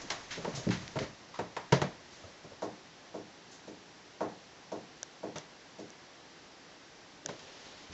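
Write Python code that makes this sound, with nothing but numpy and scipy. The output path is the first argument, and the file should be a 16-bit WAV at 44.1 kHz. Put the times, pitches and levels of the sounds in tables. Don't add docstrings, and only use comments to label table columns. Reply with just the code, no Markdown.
import sys
import numpy as np
from scipy import signal
from scipy.fft import rfft, irfft
from scipy.io import wavfile
from scipy.ndimage import uniform_filter1d

SR = 44100
rng = np.random.default_rng(int(sys.argv[2]) if len(sys.argv) > 2 else 0)


def file_out(sig):
    cols = np.atleast_2d(sig).T
    lim = np.clip(cols, -1, 1)
    pcm = np.round(lim * 32767).astype(np.int16)
    wavfile.write(sys.argv[1], SR, pcm)


N = 350103
T = np.arange(SR // 2) / SR

# start in seconds, thud in dB, thud decay in seconds,
# hardness from 0 (for a paw, flat pad in the pile) to 1 (toes on the nosing), boom of the tread in dB,
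# main tread mode in Hz, knock of the riser in dB, main riser mode in Hz, ring of the whole staircase in dB.
THUMPS = [(.037, -54, 0.027, 0.03, -72, 143, -52, 355, -60),
          (.103, -49, 0.034, 1, -62, 129, -47.5, 483, -56),
          (.372, -43.5, 0.055, 0.33, -47, 168, -50, 447, -57),
          (.446, -44.5, .005, 0.86, -60, 140, -40.5, 473, -57.5),
          (.473, -48, .014, 0.13, -40, 172, -39, 583, -46.5),
          (.538, -51, .054, 0.78, -42, 138, -62, 483, -60),
          (.572, -49.5, 0.066, 0.76, -45.5, 125, -67, 494, -54),
          (.667, -31.5, 0.02, 0.03, -30.5, 179.2, -38.5, 311.4, -32),
          (.689, -43, 0.03, 0.031, -33.5, 118.7, -40, 406, -43),
          (.956, -42, 0.018, .62, -44, 130, -42.5, 489, -49),
          (.965, -38.5, 0.0097, 0.66, -46, 140, -45, 505, -46),
          (1.006, -38.5, 0.027, 0.17, -46, 120, -46, 392, -45),
          (1.389, -40.5, 0.029, .79, -60, 114.4, -39.5, 488, -41),
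          (1.565, -47.5, .017, 1, -62, 164, -42, 500, -52.5),
          (1.722, -28, .028, 0.65, -25.5, 135.8, -25.5, 500, -34),
          (1.816, -35, 0.018, 0.81, -34, 142, -36.5, 495, -50),
          (1.836, -53, .011, 0.2, -42, 185.4, -42.5, 600, -47),
          (2.237, -58, .09, 0.7, -52.5, 89.5, -57, 658, -59.5),
          (2.445, -52, 0.016, .5, -67, 130, -73, 525, -56),
          (2.515, -60, .012, .3, -62, 95, -53.5, 578, -66.5),
          (5.356, -47.5, 0.025, 0.73, -51, 152.6, -54, 490, -53.5),
          (7.251, -57, .012, 0.25, -63, 153, -49.5, 314, -55),
          (7.286, -44, 0.035, 0.7, -49.5, 180.6, -48.5, 477, -49),
          (7.893, -55.5, .045, 0, -56, 77, -66, 346, -56)]
# multiple of the main mode, level in dB, t60 in seconds.
TREAD_MODES = [(1, 17.5, 0.18), (1.29, 9.5, 0.18), (.87, -19, 0.37), (.62, -20, 1), (1.65, -26, .25)]
# multiple of the main mode, level in dB, t60 in seconds.
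RISER_MODES = [(0.745, -2, 0.12), (0.879, -6, 0.17), (1, 2.5, 0.084), (1.847, 5.5, 0.068),
               (1.944, 1.5, .085), (2.757, 0, 0.14), (3.863, 5.5, 0.058)]
# frequency in Hz, level in dB.
THUD_SPECTRUM = [(30, -21), (85, -3), (170, 3), (260, -2.5), (370, 2), (480, 4.5), (620, 8.5), (1000, -11),
                 (8000, -7)]
# frequency in Hz, level in dB.
SLAP_SPECTRUM = [(60, -40.5), (350, -20.5), (600, -1), (950, 3), (1300, -3), (1850, -9), (2800, -14.5),
                 (8000, -25)]
SOFT_EDGE_HZ, HARD_EDGE_HZ = 292, 890
SOFT_SLAP_DB, HARD_SLAP_DB = -32, 9
GRAZE_DB, GRAZE_S = -10, 0.0027
PRESS_DB = -39
SKID_DB_PER_DB = 1.14


def thumps():
    out = np.zeros(N)
    flight = staircase(rise_cycles=1.3)
    for s, thud_db, decay_s, hardness, boom_db, tread_hz, knock_db, riser_hz, ring_db in THUMPS:
        edge_hz = between(SOFT_EDGE_HZ, HARD_EDGE_HZ, hardness)
        slap_db = thud_db + between(SOFT_SLAP_DB, HARD_SLAP_DB, hardness)
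        graze_db = slap_db + GRAZE_DB + SKID_DB_PER_DB * max(thud_db - PRESS_DB, 0)

        tread = ring([(tread_hz * k, db, t60) for k, db, t60 in TREAD_MODES])
        boom = tread * (1 - np.exp(-T / 0.0049))
        thud_echoes = stairwell(decay_s, tail_db=-9.0, rise_cycles=0.33)
        thud = colour(thud_echoes, THUD_SPECTRUM, edge_hz, steep=3.67)
        slap_echoes = stairwell(early_s=0.0077, tail_db=-12.5, rise_cycles=0.39)
        slap = colour(slap_echoes * (1 - np.exp(-T / 0.003)), SLAP_SPECTRUM)
        riser = ring([(riser_hz * k, db, t60) for k, db, t60 in RISER_MODES])
        panel = riser * (1 - np.exp(-T / 0.0013))
        knock = colour(panel, [(1, 0.015)], edge_hz * 1.31, steep=3.34)
        wood = colour(flight, [(1, 0.006)], edge_hz * 0.85, steep=3.46)

        add(out, s, sized(boom, boom_db) + sized(thud, thud_db))
        add(out, s, sized(knock, knock_db) + sized(slap, slap_db))
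        add(out, s, rub(graze_db, GRAZE_S, tilt_db=-1.5))
        add(out, s, sized(wood, ring_db))
    return out


# start in seconds, level in dB, fade in seconds, tilt in dB per octave.
RUBS = [(0.016, -38, 0.0023, 14.5), (.100, -36, 0.013, 2), (.304, -40.5, 0.042, 0.5),
        (0.548, -35.5, 0.026, 10), (0.702, -37.5, 0.034, -2), (0.988, -40.5, 0.0031, 0),
        (1.015, -45.5, 0.028, -2.5), (2.099, -56, 0.16, 4.5), (3.509, -46, 0.037, 11.5),
        (5.357, -46.5, 0.011, 1), (7.287, -49.5, 0.008, 1), (7.392, -54.5, .003, 1), (7.915, -50, 0.049, 2)]
# start in seconds, peak in dB.
SNAPS = [(.105, -18), (0.3122, -35), (.690, -27), (0.7194, -38), (.879, -26.5), (0.99, -39), (1.727, -19.5),
         (1.822, -31), (5.385, -31)]


def rubs_and_snaps():
    out = np.zeros(N)
    for s, db, fade_s, tilt_db in RUBS:
        add(out, s, rub(db, fade_s, tilt_db))
    for s, db in SNAPS:
        burst = rng.standard_normal(len(T)) * np.exp(-T / 0.00055)
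        snap = colour(burst, RUB_SPECTRUM, tilt_db=-1.0)
        add(out, s, peaked(snap, db))
    return out


# frequency in Hz, level in dB.
RUB_SPECTRUM = [(60, -22), (400, -15), (900, 2), (2000, 3), (2700, 1.5), (3800, 2), (5200, -1),
                (6500, -1.5), (8000, -16.5)]
SWELL_S, SWELL_SHARE = 0.001, 0.18


def rub(db, fade_s, tilt_db=0):
    friction = drag(SWELL_S + SWELL_SHARE * fade_s, fade_s, grain_db=0.5, tail_db=1, t60=0.24)
    return sized(colour(friction, RUB_SPECTRUM, tilt_db=tilt_db), db)


# frequency in Hz, level in dB, t60 in seconds.
CREAK_MODES = [(1030, 2.5, 0.016), (1290, -2, 0.016)]
CREAK_S, CREAK_FADE_S, CREAK_DB = 1.336, 0.04, -48.5
CREAK_SCUFF_DB = -52.5


def creak():
    out = np.zeros(N)
    slips = drag(SWELL_SHARE * CREAK_FADE_S, CREAK_FADE_S, grain_db=1.5, tail_db=-3, t60=0.26)
    wood = signal.oaconvolve(slips, ring(CREAK_MODES))[:len(T)]
    add(out, CREAK_S, sized(wood, CREAK_DB) + rub(CREAK_SCUFF_DB, CREAK_FADE_S))
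    return out


LEAN_DB, FREE_DB = -49.5, -64
LEAN_END_S, GONE_S, RELEASE_S = 0.86, 2.5, 0.34


def coat():
    t = np.arange(N) / SR
    knots = np.arange(0, t[-1], .025)
    uneven_db = 2 * np.interp(t, knots, rng.standard_normal(len(knots)))
    spectrum = [(30, -2.5), (130, 1.5), (400, -2.0), (1200, -2.5),
                (4000, -7.5), (6500, -7.5), (8000, -20.5)]
    rustle = colour(rng.standard_normal(N), spectrum)
    leaning = np.clip(1 - (t - LEAN_END_S) / RELEASE_S, 0, 1)
    present = np.clip(1 - (t - GONE_S) / RELEASE_S, 0, 1)
    return evened(rustle) * amp(between(FREE_DB, LEAN_DB, leaning) + uneven_db) * present


# start in seconds, knock in dB,
# treble edge in Hz (a firmer pat is brighter), brush of skin on the pile in dB.
HAND_PATS = [(2.621, -35, 870, -49.5), (3.142, -40, 615, -57), (3.674, -46.5, 420, -58),
             (4.207, -32, 970, -53), (4.718, -37.5, 710, -53.5), (5.232, -38, 625, -59),
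             (5.786, -44.5, 428, -55.5)]
# frequency in Hz, level in dB.
PAT_SPECTRUM = [(30, -38), (70, -21.5), (110, -12.5), (170, -2.5), (240, -1), (310, -1.5), (390, -0.5),
                (520, -5.5), (640, 1.5), (860, -0.5), (1200, -1.5), (2000, -6.5), (8000, -23)]
# frequency in Hz, level in dB.
SMACK_SPECTRUM = [(150, -28.5), (400, -2), (640, 6.5), (1000, -2.5), (1500, -5), (5000, -8)]
PAT_DIRECT_DB = -9
PAT_RING_DB, SMACK_DB = -1, 3
BRUSH_LEAD_S, BRUSH_S, BRUSH_TILT_DB = 0.0033, 0.019, 6


def pats():
    out = np.zeros(N)
    direct = signal.unit_impulse(len(T)) * amp(PAT_DIRECT_DB)
    path = direct + stairwell(early_s=0.04, tail_db=-4, rise_cycles=3.3, hold_s=0.049)
    contact = colour(stairwell(early_s=0.0099, tail_db=-25, rise_cycles=0.72), SMACK_SPECTRUM)
    step = sized(colour(path, PAT_SPECTRUM), 0)
    step += sized(staircase(rise_cycles=7.4), PAT_RING_DB)
    step += sized(contact, SMACK_DB)
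    for s, db, edge_hz, brush_db in HAND_PATS:
        add(out, s, sized(colour(step, [(1, 0.0068)], edge_hz, steep=2.47), db))
        add(out, s - BRUSH_LEAD_S, rub(brush_db, BRUSH_S, BRUSH_TILT_DB))
    return out


# frequency in Hz, level in dB.
CLOTH_SPECTRUM = [(80, -6.5), (400, 2), (900, -1.5), (1900, -4.5), (3300, -0.5), (4800, -3), (6800, -6.5),
                  (8000, -22)]
SLEEVE_S, SLEEVE_PEAK_S, SLEEVE_END_S, SLEEVE_DB = 7.29, 7.66, 8.04, -52.5


def sleeve():
    t = np.arange(N) / SR
    moments = [SLEEVE_S, SLEEVE_PEAK_S, SLEEVE_END_S]
    speed = np.interp(t, moments, [0.55, 1, .25], left=0, right=0)
    folds = evened(uniform_filter1d(rng.standard_normal(N), size=900))
    clumps = evened(uniform_filter1d(rng.standard_normal(N), size=60))
    snaps = rng.standard_normal(N) * amp(0.9 * folds + 1.4 * clumps)
    return amp(SLEEVE_DB) * speed * evened(colour(snaps, CLOTH_SPECTRUM))


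# start in seconds, peak in dB.
CASE_TICKS = [(0.881, -35.5), (5.0305, -18.5), (5.3836, -25.5), (5.904, -35), (7.2608, -16.5)]
# frequency in Hz, level in dB, t60 in seconds.
CASE_MODES = [(610, -7.5, 0.012), (1580, -7.5, 0.0094), (3540, 2, 0.0037), (4800, -25, .005),
              (5940, 13, 0.0032), (7070, 4, 0.003)]


def ticks():
    out = np.zeros(N)
    tick = ring(CASE_MODES) * (1 - np.exp(-T / 0.0005))
    for s, db in CASE_TICKS:
        add(out, s, peaked(tick, db))
    return out


# frequency in Hz, relative level in dB per Hz.
HISS_SPECTRUM = [(15, -67), (25, -18.5), (120, -7), (156, -2.5), (229, -5.5), (291, -1.5), (408, -3.5),
                 (600, -5.5), (770, -4.5), (1860, -10), (5770, -12), (7890, -22.5), (10300, -56)]


def hiss():
    return amp(-54.5) * evened(colour(rng.standard_normal(N), HISS_SPECTRUM))


# frequency in Hz, level in dB.
STAIRCASE_MODES = [(114, -4), (179, 2), (218, -3), (242, -3.5), (290, 0), (310, 2.5), (341, -8.5),
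                   (387, -7.5), (409, 3), (469, 0), (496, 0.5), (533, -3), (625, -4.5), (646, 0.5),
                   (699, 1.5), (728, -2.5), (838, -6), (925, -4), (963, -4.5), (1075, 3), (1130, -5.5),
                   (1343, 0)]
# frequency in Hz, t60 in seconds.
STAIRCASE_DECAY = [(110, 0.36), (1300, 0.25)]


def staircase(rise_cycles):
    modes = [(hz, db, read(STAIRCASE_DECAY, hz)) for hz, db in STAIRCASE_MODES]
    return ring(modes, rise_cycles)


# frequency in Hz, t60 in seconds.
STAIRWELL_DECAY = [(100, 0.65), (300, 0.28), (700, 0.34), (2000, 0.34), (7000, 0.17)]


def stairwell(early_s, tail_db, rise_cycles, hold_s=0):
    noise = rfft(rng.standard_normal(len(T)))
    hz = np.fft.rfftfreq(len(T), 1 / SR)
    edges = np.r_[0, np.geomspace(100, 9000, 12)]
    late = np.maximum(T - hold_s, 0)
    out = np.zeros(len(T))
    for lo, hi in zip(edges, edges[1:]):
        centre = (lo + hi) / 2
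        tail = amp(tail_db - 60 * late / read(STAIRWELL_DECAY, centre))
        fade = np.hypot(np.exp(-T / early_s), tail)
        rise = 1 - np.exp(-T * centre / rise_cycles)
        band = irfft(noise * (hz >= lo) * (hz < hi), len(T))
        out += evened(band * fade * rise) * np.sqrt(hi - lo)
    return out / np.linalg.norm(out)


def ring(modes, rise_cycles=0):
    out = np.zeros(len(T))
    for k, (hz, db, t60) in enumerate(modes):
        rise = 1 - np.exp(-T * hz / (rise_cycles + 1e-9))
        out += (-1) ** k * amp(db - 60 * T / t60) * rise * np.sin(2 * np.pi * hz * T)
    return out


def drag(swell_s, fade_s, grain_db, tail_db, t60):
    stroke = np.minimum(T / swell_s, 1) * np.exp(-np.maximum(T - swell_s, 0) / fade_s)
    clumps = evened(uniform_filter1d(rng.standard_normal(len(T)), size=60))
    snaps = evened(rng.standard_normal(len(T)) * amp(grain_db * np.clip(clumps, -2, 2)))
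    keep = amp(-60 / (t60 * SR)) ** 2
    lingering = np.sqrt(signal.lfilter([1 - keep], [1, -keep], stroke ** 2))
    return snaps * stroke + amp(tail_db) * lingering * rng.standard_normal(len(T))


def colour(x, points, edge_hz=SR, steep=6, tilt_db=0):
    hz = abs(np.fft.fftfreq(4096, 1 / SR)) + 1
    octaves = np.log2(np.maximum(hz, 300) / 2000)
    gain = amp(read(points, hz) + tilt_db * octaves) / np.hypot(1, (hz / edge_hz) ** steep)
    log_gain = np.log(gain + 1e-5)
    taps = np.fft.ifft(np.exp(np.conj(signal.hilbert(log_gain)))).real
    return signal.oaconvolve(x, taps[:len(taps) // 2])[:len(x)]


def between(soft, hard, hardness):
    return soft + (hard - soft) * np.clip(hardness, 0, 1)


def amp(db):
    return 10 ** (np.asarray(db) / 20)


def evened(x):
    return x / np.sqrt(np.mean(x ** 2) + 1e-20)


def sized(x, db):
    loudest = uniform_filter1d(x ** 2, size=1323, mode="constant").max()
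    return x * amp(db) / np.sqrt(loudest + 1e-20)


def peaked(x, db):
    return amp(db) * x / abs(x).max()


def read(points, hz):
    f, value = np.transpose(points)
    return np.interp(np.log(hz + 1), np.log(f + 1), value)


def add(mix, s, sound):
    part = mix[max(round(s * SR), 0):][:len(sound)]
    part += sound[:len(part)]


def scene():
    contacts = thumps() + rubs_and_snaps() + creak() + coat() + pats()
    return (contacts + sleeve() + ticks() + hiss())[None]


# frequency in Hz, level in dB.
MIC_COLOUR = [(700, 0), (1350, -1.5), (1880, 2), (2350, -1), (3600, -1.06), (4800, -1)]


def record(dry):
    band_limit = signal.firwin(301, 7800, window=("kaiser", 8), fs=SR)
    return signal.oaconvolve(colour(dry[0], MIC_COLOUR), band_limit, "same")[None]


dry = scene()
out = record(dry)
file_out(out)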